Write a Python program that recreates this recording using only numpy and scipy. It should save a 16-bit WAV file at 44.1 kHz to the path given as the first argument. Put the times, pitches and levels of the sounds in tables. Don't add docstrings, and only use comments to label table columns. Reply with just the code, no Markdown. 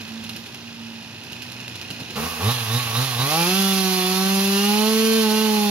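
import sys
import numpy as np
from scipy import signal
from scipy.fft import rfft, irfft, next_fast_len
from scipy.io import wavfile
from scipy.ndimage import uniform_filter1d, map_coordinates

SR = 44100
rng = np.random.default_rng(int(sys.argv[2]) if len(sys.argv) > 2 else 0)


def waveform_to_disk(signal):
    frames = np.transpose(np.atleast_2d(signal))
    scaled = np.clip(frames, -1, 1) * 32767
    samples = np.round(scaled).astype(np.int16)
    wavfile.write(sys.argv[1], SR, samples)


N = 251356
TIME_S = np.arange(N) / SR


def saw():
    revved = np.clip((TIME_S - BLIPS[0][0]) / 0.0026, 0, 1)
    return (1 - revved) * idle() + jerks() + pop() + revved * (revving() + squeal())


# time_s, share (0-1)
BITE = [(3.22, 0.1), (3.6, 1)]
LAYERS = {"bark": (-30.5, 4, 6.5, 1), "roar": (-34, 1, 1.5, 2.5), "honk": (-34, 4, 3, 10.5),
          "rasp": (-25.5, 9, 3, 2.5), "whine": (-32, 9, 0, 1)}
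# pitch_hz, level_db
WHINE = [(1200, -25.5), (1750, -8), (2200, -7), (2650, 2), (3100, -1.5), (3500, 2.5), (3800, -3), (4300, 2),
         (4700, -8), (5400, -6.5), (7000, -17)]
def revving():
    speed_hz = shaft_speed()
    opening, strength_db = throttle()
    bite, = curves(BITE)
    level = {name: amp(db + per_octave * np.log2(speed_hz / 150) - shut * (1 - opening) - sunk * bite)
             for name, (db, per_octave, shut, sunk) in LAYERS.items()}
    turns = np.cumsum(speed_hz * (1 + .001 * wobble(30))) / SR
    pull = np.clip(uniform_filter1d(np.gradient(speed_hz) * SR, SR // 16) / 80, 0, 1)
    firing = overtones(turns, smear=.75) * amp((2.5 - 1.5 * bite) * wobble(120))
    engine = drone(turns, speed_hz, opening, bite) + exhaust(firing, turns, speed_hz, level, pull)
    whine = level["whine"] * coloured(firing + .6 * scattered(firing), WHINE)
    rasp = level["rasp"] * cutters(turns, pull)
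    muffle = amp(-2.5 * np.maximum(TIME_S - BITE[-1][0], 0))
    bar_ring = amp(-35.5 - .9 * bite) * guide_bar(puffs(turns, depth_db=3))
    return amp(strength_db) * engine + muffle * (whine + rasp) + bite * sprocket(turns) + bar_ring


# time_s, speed_hz
CUT_SPEED = [(3.17, 116.4), (3.31, 152.1), (3.38, 166.6), (3.44, 171.7), (3.5, 183.9), (3.58, 194),
             (3.69, 193), (4.03, 183.5), (4.32, 193.3), (4.55, 197.3), (4.9, 219.3), (4.99, 221.1),
             (5.17, 222.4), (5.29, 214.7), (5.43, 218), (5.69, 205.4)]
def shaft_speed():
    first_hz, overrun_s, coast_hz_per_s = 66.03, .02, 120
    open_s, shut_s, top_hz, *_ = np.transpose(BLIPS)
    top_s = shut_s + overrun_s
    low_hz = np.r_[first_hz, top_hz[:-1] - coast_hz_per_s * (open_s[1:] - top_s[:-1])]
    return curves(sorted([*zip(open_s, low_hz), *zip(top_s, top_hz), *map(tuple, CUT_SPEED)]))[0]


# open_s, shut_s, top_speed_hz, strength_db, rise_s
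BLIPS = [(2.155, 2.268, 87.02, 1, 0.0092), (2.382, 2.502, 127.1, 1.5, 0.038),
         (2.681, 2.776, 125.8, -1, 0.053), (2.926, 3.03, 134.1, -1, .045)]
def throttle():
    open_s, shut_s, _, strength_db, rise_s = np.transpose(BLIPS)
    rising = np.clip((TIME_S[:, None] - open_s) / rise_s, 0, 1)
    falling = np.clip(1 - (TIME_S[:, None] - shut_s) / 0.034, 0, 1)
    blips = rising * falling
    held = np.clip((TIME_S - CUT_SPEED[0][0]) / .033, 0, 1)
    return blips.sum(axis=1) + held, blips @ strength_db


# speed_hz, level_db
TONE_1 = [(68, -50), (88, -33), (108, -22), (130, -22), (151, -35), (169, -25), (183, -28), (193, -21.5),
          (222, -21.5)]
TONE_2 = [(70, -39), (88, -39.5), (115, -32), (150, -39), (184, -26.5), (193, -32), (199, -25), (206, -31),
          (222, -22.5)]
TONE_4 = [(75, -54), (113, -34.5), (135, -44), (160, -30.5), (170, -43), (185, -33), (194, -35), (197, -39),
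          (208, -27.5), (217, -32.5), (222, -46)]
def drone(turns, speed_hz, opening, bite):
    tones = sum(amp(along(table, speed_hz)) * np.sqrt(2) * np.cos(2 * np.pi * k * turns)
                for k, table in ((1, TONE_1), (2, TONE_2), (4, TONE_4)))
    return tones * amp(-9 * (1 - opening) + 1.12 * (1.5 - bite) * wobble(60))


def overtones(turns, smear):
    stack = 0
    for k in (3, *range(5, 37)):
        swell = amp(2.5 * wobble(7))
        stack += swell * np.cos(2 * np.pi * (k * turns + smear * rng.random()) + .22 * wobble(50))
    return unit(stack * np.sqrt(np.gradient(turns)))


# pitch_hz, level_db
BARK = [(130, -19), (218, 21), (280, -5), (370, -4), (440, 13), (560, -4.5), (650, -0.5), (760, 2),
        (950, -2), (1130, -7), (1300, -4), (1600, -8.5), (5000, -64)]
ROAR = [(30, -55), (80, -8), (400, -6.5), (800, 0.5), (950, 1), (1120, 6), (1400, -10), (2000, -5),
        (3000, -5), (6000, -14)]
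GROWL = [(520, -25), (680, 1), (850, 1.5), (1180, -4), (1400, -9.5), (1700, -27), (2500, -7), (3200, -17)]
# pitch_hz, width_hz, level_db
MUFFLER_SHELL = [(1126, 72, 2.5), (800, 150, -7.5)]
def exhaust(firing, turns, speed_hz, level, pull):
    growl_hz, growl_width_hz = 167.4, 14
    bark = level["bark"] * coloured(firing + .5 * scattered(firing), BARK)
    roar = level["roar"] * coloured(puffs(turns, depth_db=-6), ROAR)
    honk = level["honk"] * unit(resonant(firing + .6 * puffs(turns, depth_db=5), MUFFLER_SHELL))
    nearness = np.exp(-((speed_hz - growl_hz) / growl_width_hz) ** 2)
    growl = nearness * amp(-29.5) * coloured(firing, GROWL)
    return amp(0.5 * pull) * (bark + roar + honk) + growl


def pop():
    burst = bursts(np.array([BLIPS[0][0] + .004]), [-35], rise_s=0.0025, fade_s=0.21)
    return burst * (coloured(rng.standard_normal(N), ROAR) + 1.6 * guide_bar(rng.standard_normal(N)))


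# pitch_hz, level_db
RASP = [(900, -25), (1900, -6.5), (2300, -9), (2550, -4.5), (3300, -6.5), (4200, -2.5), (5200, -3),
        (6500, -7), (8000, -14.5), (9500, -8.5), (11200, -2), (13500, -11), (15700, -16)]
ZING = [(2600, -28), (3400, -7), (3880, 4), (4150, -24), (4600, -30)]
def cutters(turns, pull):
    grit = puffs(turns, depth_db=-1.5) * amp(0.83 * wobble(1500) + 1.1 * wobble(60))
    rough_tone = np.cos(2 * np.pi * (31.8 * turns + .5 * wobble(280)))
    zing = filtered(rough_tone, lambda hz: amp(along(ZING, hz)))
    return coloured(grit, RASP) + amp(1.5) * pull * zing


# cycles_per_turn, level_db
SPROCKET_TONES = [(7, -8), (14, 0), (21, -4), (28, -12)]
# time_s, level_db
SPROCKET_LEVEL = [(3.35, -24), (3.58, -27.5), (3.9, -45), (4.15, -36), (4.5, -32), (4.62, -26.5),
                  (4.85, -34.5), (5.1, -29.5), (5.6, -39)]
def sprocket(turns):
    tones = sum(amp(db + 2 * wobble(12)) * np.cos(2 * np.pi * k * turns + .3 * wobble(60))
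                for k, db in SPROCKET_TONES)
    return amp(curves(SPROCKET_LEVEL)[0]) * tones


# time_s, level_db
PINCH = [(4.3, -58), (4.75, -38), (5.7, -37)]
# pitch_hz, width_hz, level_db
SQUEAL = [(4340, 150, 0)]
def squeal():
    return amp(curves(PINCH)[0] + 2 * wobble(14)) * unit(resonant(rng.standard_normal(N), SQUEAL))


# time_s, speed_hz, hum_db, effort_db
IDLE = [(0, 56.04, -42, 2), (.3, 57.1, -40, 1.5), (.5, 59.15, -51, -0.5), (.9, 56.97, -44, -0.5),
        (1.15, 57.43, -52.5, -0.5), (1.45, 61.16, -49.5, 1), (2.14, 59.08, -51, 2.5)]
# pitch_hz, level_db
CHUG = [(30, -38), (100, 1.5), (170, -2), (320, -4.5), (480, -12.5), (3000, -33.5)]
CLATTER = [(250, -17), (450, -3.5), (900, 3.5), (1250, -4.5), (2100, -1.5), (6000, -48)]
# time_s, level_db
BAR_RING = [(.4, -2.5), (.8, 1), (1.7, 2)]
def idle():
    speed_hz, hum_db, effort_db = curves(IDLE)
    fire_s = np.array(FIRINGS)[:, 0]
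    kick = bursts(fire_s - .008, np.zeros(len(fire_s)), rise_s=0.0059, fade_s=0.086)
    turns = np.cumsum(speed_hz * (1 + 0.25 * (kick - uniform_filter1d(kick, SR // 10)))) / SR
    throb_db = -56 + 3.7 * (speed_hz - speed_hz.mean())
    throb = amp(throb_db + 1.7 * wobble(24.6)) * np.sin(4 * np.pi * turns)
    hum = amp(hum_db + 4 + 2 * wobble(30)) * np.sin(8 * np.pi * turns)
    strokes = scattered(pulses(turns, scatter_s=0.00037, size_db=2)) + 1.53 * puffs(turns, depth_db=-5)
    chug = amp(-45.5) * coloured(strokes, CHUG)
    clatter = amp(-49.5) * coloured(puffs(turns, depth_db=-1.5), CLATTER)
    links = puffs(turns, depth_db=2.2) * amp(1.7 * wobble(700))
    rattle = amp(-40) * guide_bar(links, ring=amp(curves(BAR_RING)[0]))
    return amp(3.5 - 18 * kick) * (throb + hum) + amp(effort_db) * (chug + clatter + rattle)


# start_s, slap_db, thump_db
FIRINGS = [(0.0064, -26.5, -32.5), (0.0782, -33, -44), (0.2374, -25.5, -44), (0.292, -24.5, -40),
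           (0.3607, -22, -43), (0.4604, -27.5, -40), (0.5438, -28, -37), (1.0256, -36, -52),
           (1.2358, -30, -36), (1.3195, -26, -36), (1.4196, -24, -40), (1.5177, -26, -45),
           (1.6023, -29, -54), (1.6783, -25.5, -38), (1.7537, -26, -40), (1.813, -26, -34),
           (1.9028, -22.5, -30), (2.0014, -26, -28), (2.1028, -25.5, -30.5)]
# pitch_hz, level_db
TICK = [(2000, -25), (4000, -5), (7000, -11), (11000, 5), (15500, -8)]
def jerks():
    fire_s, slap_db, thump_db = np.transpose(FIRINGS)
    slaps = bursts(fire_s, slap_db - 4, rise_s=0.00088, fade_s=0.061)
    ticks = bursts(fire_s + 0.0022, slap_db - 7.5, rise_s=.0004, fade_s=0.014)
    thumps = bursts(fire_s - .006, thump_db + 1.5, rise_s=0.0085, fade_s=0.12)
    contacts = lambda: rng.standard_normal(N) * amp(4.3 * wobble(800))
    chain = unit(filtered(guide_bar(contacts()), lambda hz: 1 + 1.06 * np.minimum(hz / 10000, 1) ** 2))
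    steel = coloured(contacts(), TICK)
    muffler = coloured(rng.standard_normal(N), CHUG)
    return slaps * chain + ticks * steel + thumps * muffler


# pitch_hz, width_hz, level_db
BAR = [(1600, 81, -14.5), (2545, 83, 11.5), (2795, 87, 6), (4210, 77, -1.5), (5250, 240, -5.5),
       (10400, 280, 4), (13450, 160, -7)]
# pitch_hz, level_db
RATTLE = [(400, -44), (1500, -3.5), (2300, -6.5), (3000, -1), (3600, 0), (5500, -6), (7000, -12),
          (8200, -16.5), (9500, -22.5), (12000, -16), (15500, -41)]
def guide_bar(x, ring=1):
    return coloured(x + ring * resonant(x, BAR), RATTLE)


def puffs(turns, depth_db):
    return unit(rng.standard_normal(N) * amp(depth_db * np.cos(2 * np.pi * turns)))


def pulses(turns, scatter_s, size_db):
    at = np.interp(np.arange(1, int(turns[-1])), turns, np.arange(N))
    chance = rng.standard_normal((len(at), 2))
    at = at + scatter_s * SR * chance[:, 0]
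    taps = np.floor(at)[:, None] + np.arange(-7, 9)
    offset = taps - at[:, None]
    shape = np.sinc(offset) * np.cos(np.pi * offset / 16) ** 2
    size = amp(size_db * chance[:, 1]) * np.sqrt(np.abs(np.gradient(at)))
    samples = np.clip(taps, 0, N - 1).astype(int)
    return unit(np.bincount(samples.ravel(), (shape * size[:, None]).ravel(), N))


def bursts(start_s, levels_db, rise_s, fade_s):
    age_s = np.clip(TIME_S[:, None] - start_s, 0, 1)
    return ((1 - np.exp(-age_s / rise_s)) * amp(-60 * age_s / fade_s)) @ amp(levels_db)


def wobble(rate_hz):
    knots = rng.standard_normal(int(N * rate_hz / SR) + 4)
    fine = np.arange(0, len(knots) - 1, 1 / 8)
    return np.interp(TIME_S * rate_hz, fine, map_coordinates(knots, [fine]))


def resonant(x, modes):
    return filtered(x, lambda hz: sum(amp(db) * 1j * hz * width / (pitch**2 - hz**2 + 1j * hz * width)
                                      for pitch, width, db in modes))


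def coloured(x, tone):
    return unit(filtered(x, lambda hz: amp(along(tone, hz))))


def filtered(x, response):
    size = next_fast_len(N + SR // 2)
    return irfft(rfft(x, size) * response(np.fft.rfftfreq(size, 1 / SR)), size)[..., :N]


def curves(rows):
    time_s, *columns = np.transpose(rows)
    return [np.interp(TIME_S, time_s, column) for column in columns]


def along(points, hz):
    pitch_hz, values = np.transpose(points)
    return np.interp(np.log(hz + 1), np.log(pitch_hz + 1), values)


def amp(db):
    return 10 ** (np.asarray(db) / 20)


def unit(x):
    return x / np.sqrt(np.mean(x ** 2) + 1e-20)


# pitch_hz, fade_s
WOODS = [(200, 0.45), (2000, 0.27), (10000, 0.31)]
def scattered(x):
    hz, time_s, noise = signal.stft(rng.standard_normal(SR // 2), SR, nperseg=256)
    fading = noise * amp(-60 * time_s / along(WOODS, hz)[:, None])
    spectrum = rfft(signal.istft(fading, SR, nperseg=256)[1], SR)
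    echo = irfft(spectrum / np.abs(spectrum))[:SR // 2]
    return signal.fftconvolve(x, echo)[:N]


# pitch_hz, share (0-1)
ECHO_HEARD = [(100, 0.023), (250, 0.2), (600, 0.34), (2500, 0.36), (7200, 0.69), (7600, 0.016), (8200, .03),
              (8500, 0.5), (15000, 0.76)]
def scene():
    direct = saw()
    echo = filtered(scattered(saw()), lambda hz: along(ECHO_HEARD, hz))
    return np.array([direct + echo, direct - echo])


# pitch_hz, level_db
LEFT_LEVEL = [(100, -1.5), (230, -2.5), (400, 3), (800, -0.5), (2000, -0.5), (2700, -3), (4300, -8.5),
              (6400, -5), (7300, -3.5), (8200, 3), (8500, -10), (11000, -16), (13300, -13.5), (15500, -10)]
# pitch_hz, phase_rad
LEFT_LEAD = [(300, 0), (1000, -.6), (2700, -1.4), (7200, -1.5), (7600, -3.14), (8300, -3.14), (9000, -3)]
def record(dry):
    def ports(hz):
        tilt = amp(along(LEFT_LEVEL, hz) / 2) * np.exp(.5j * along(LEFT_LEAD, hz))
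        pair = np.array([tilt, 1 / tilt])
        return pair / np.sqrt(np.mean(np.abs(pair) ** 2, axis=0))
    return filtered(filtered(dry, ports), lambda hz: hz < 15800)


dry = scene()
out = record(dry)
waveform_to_disk(out)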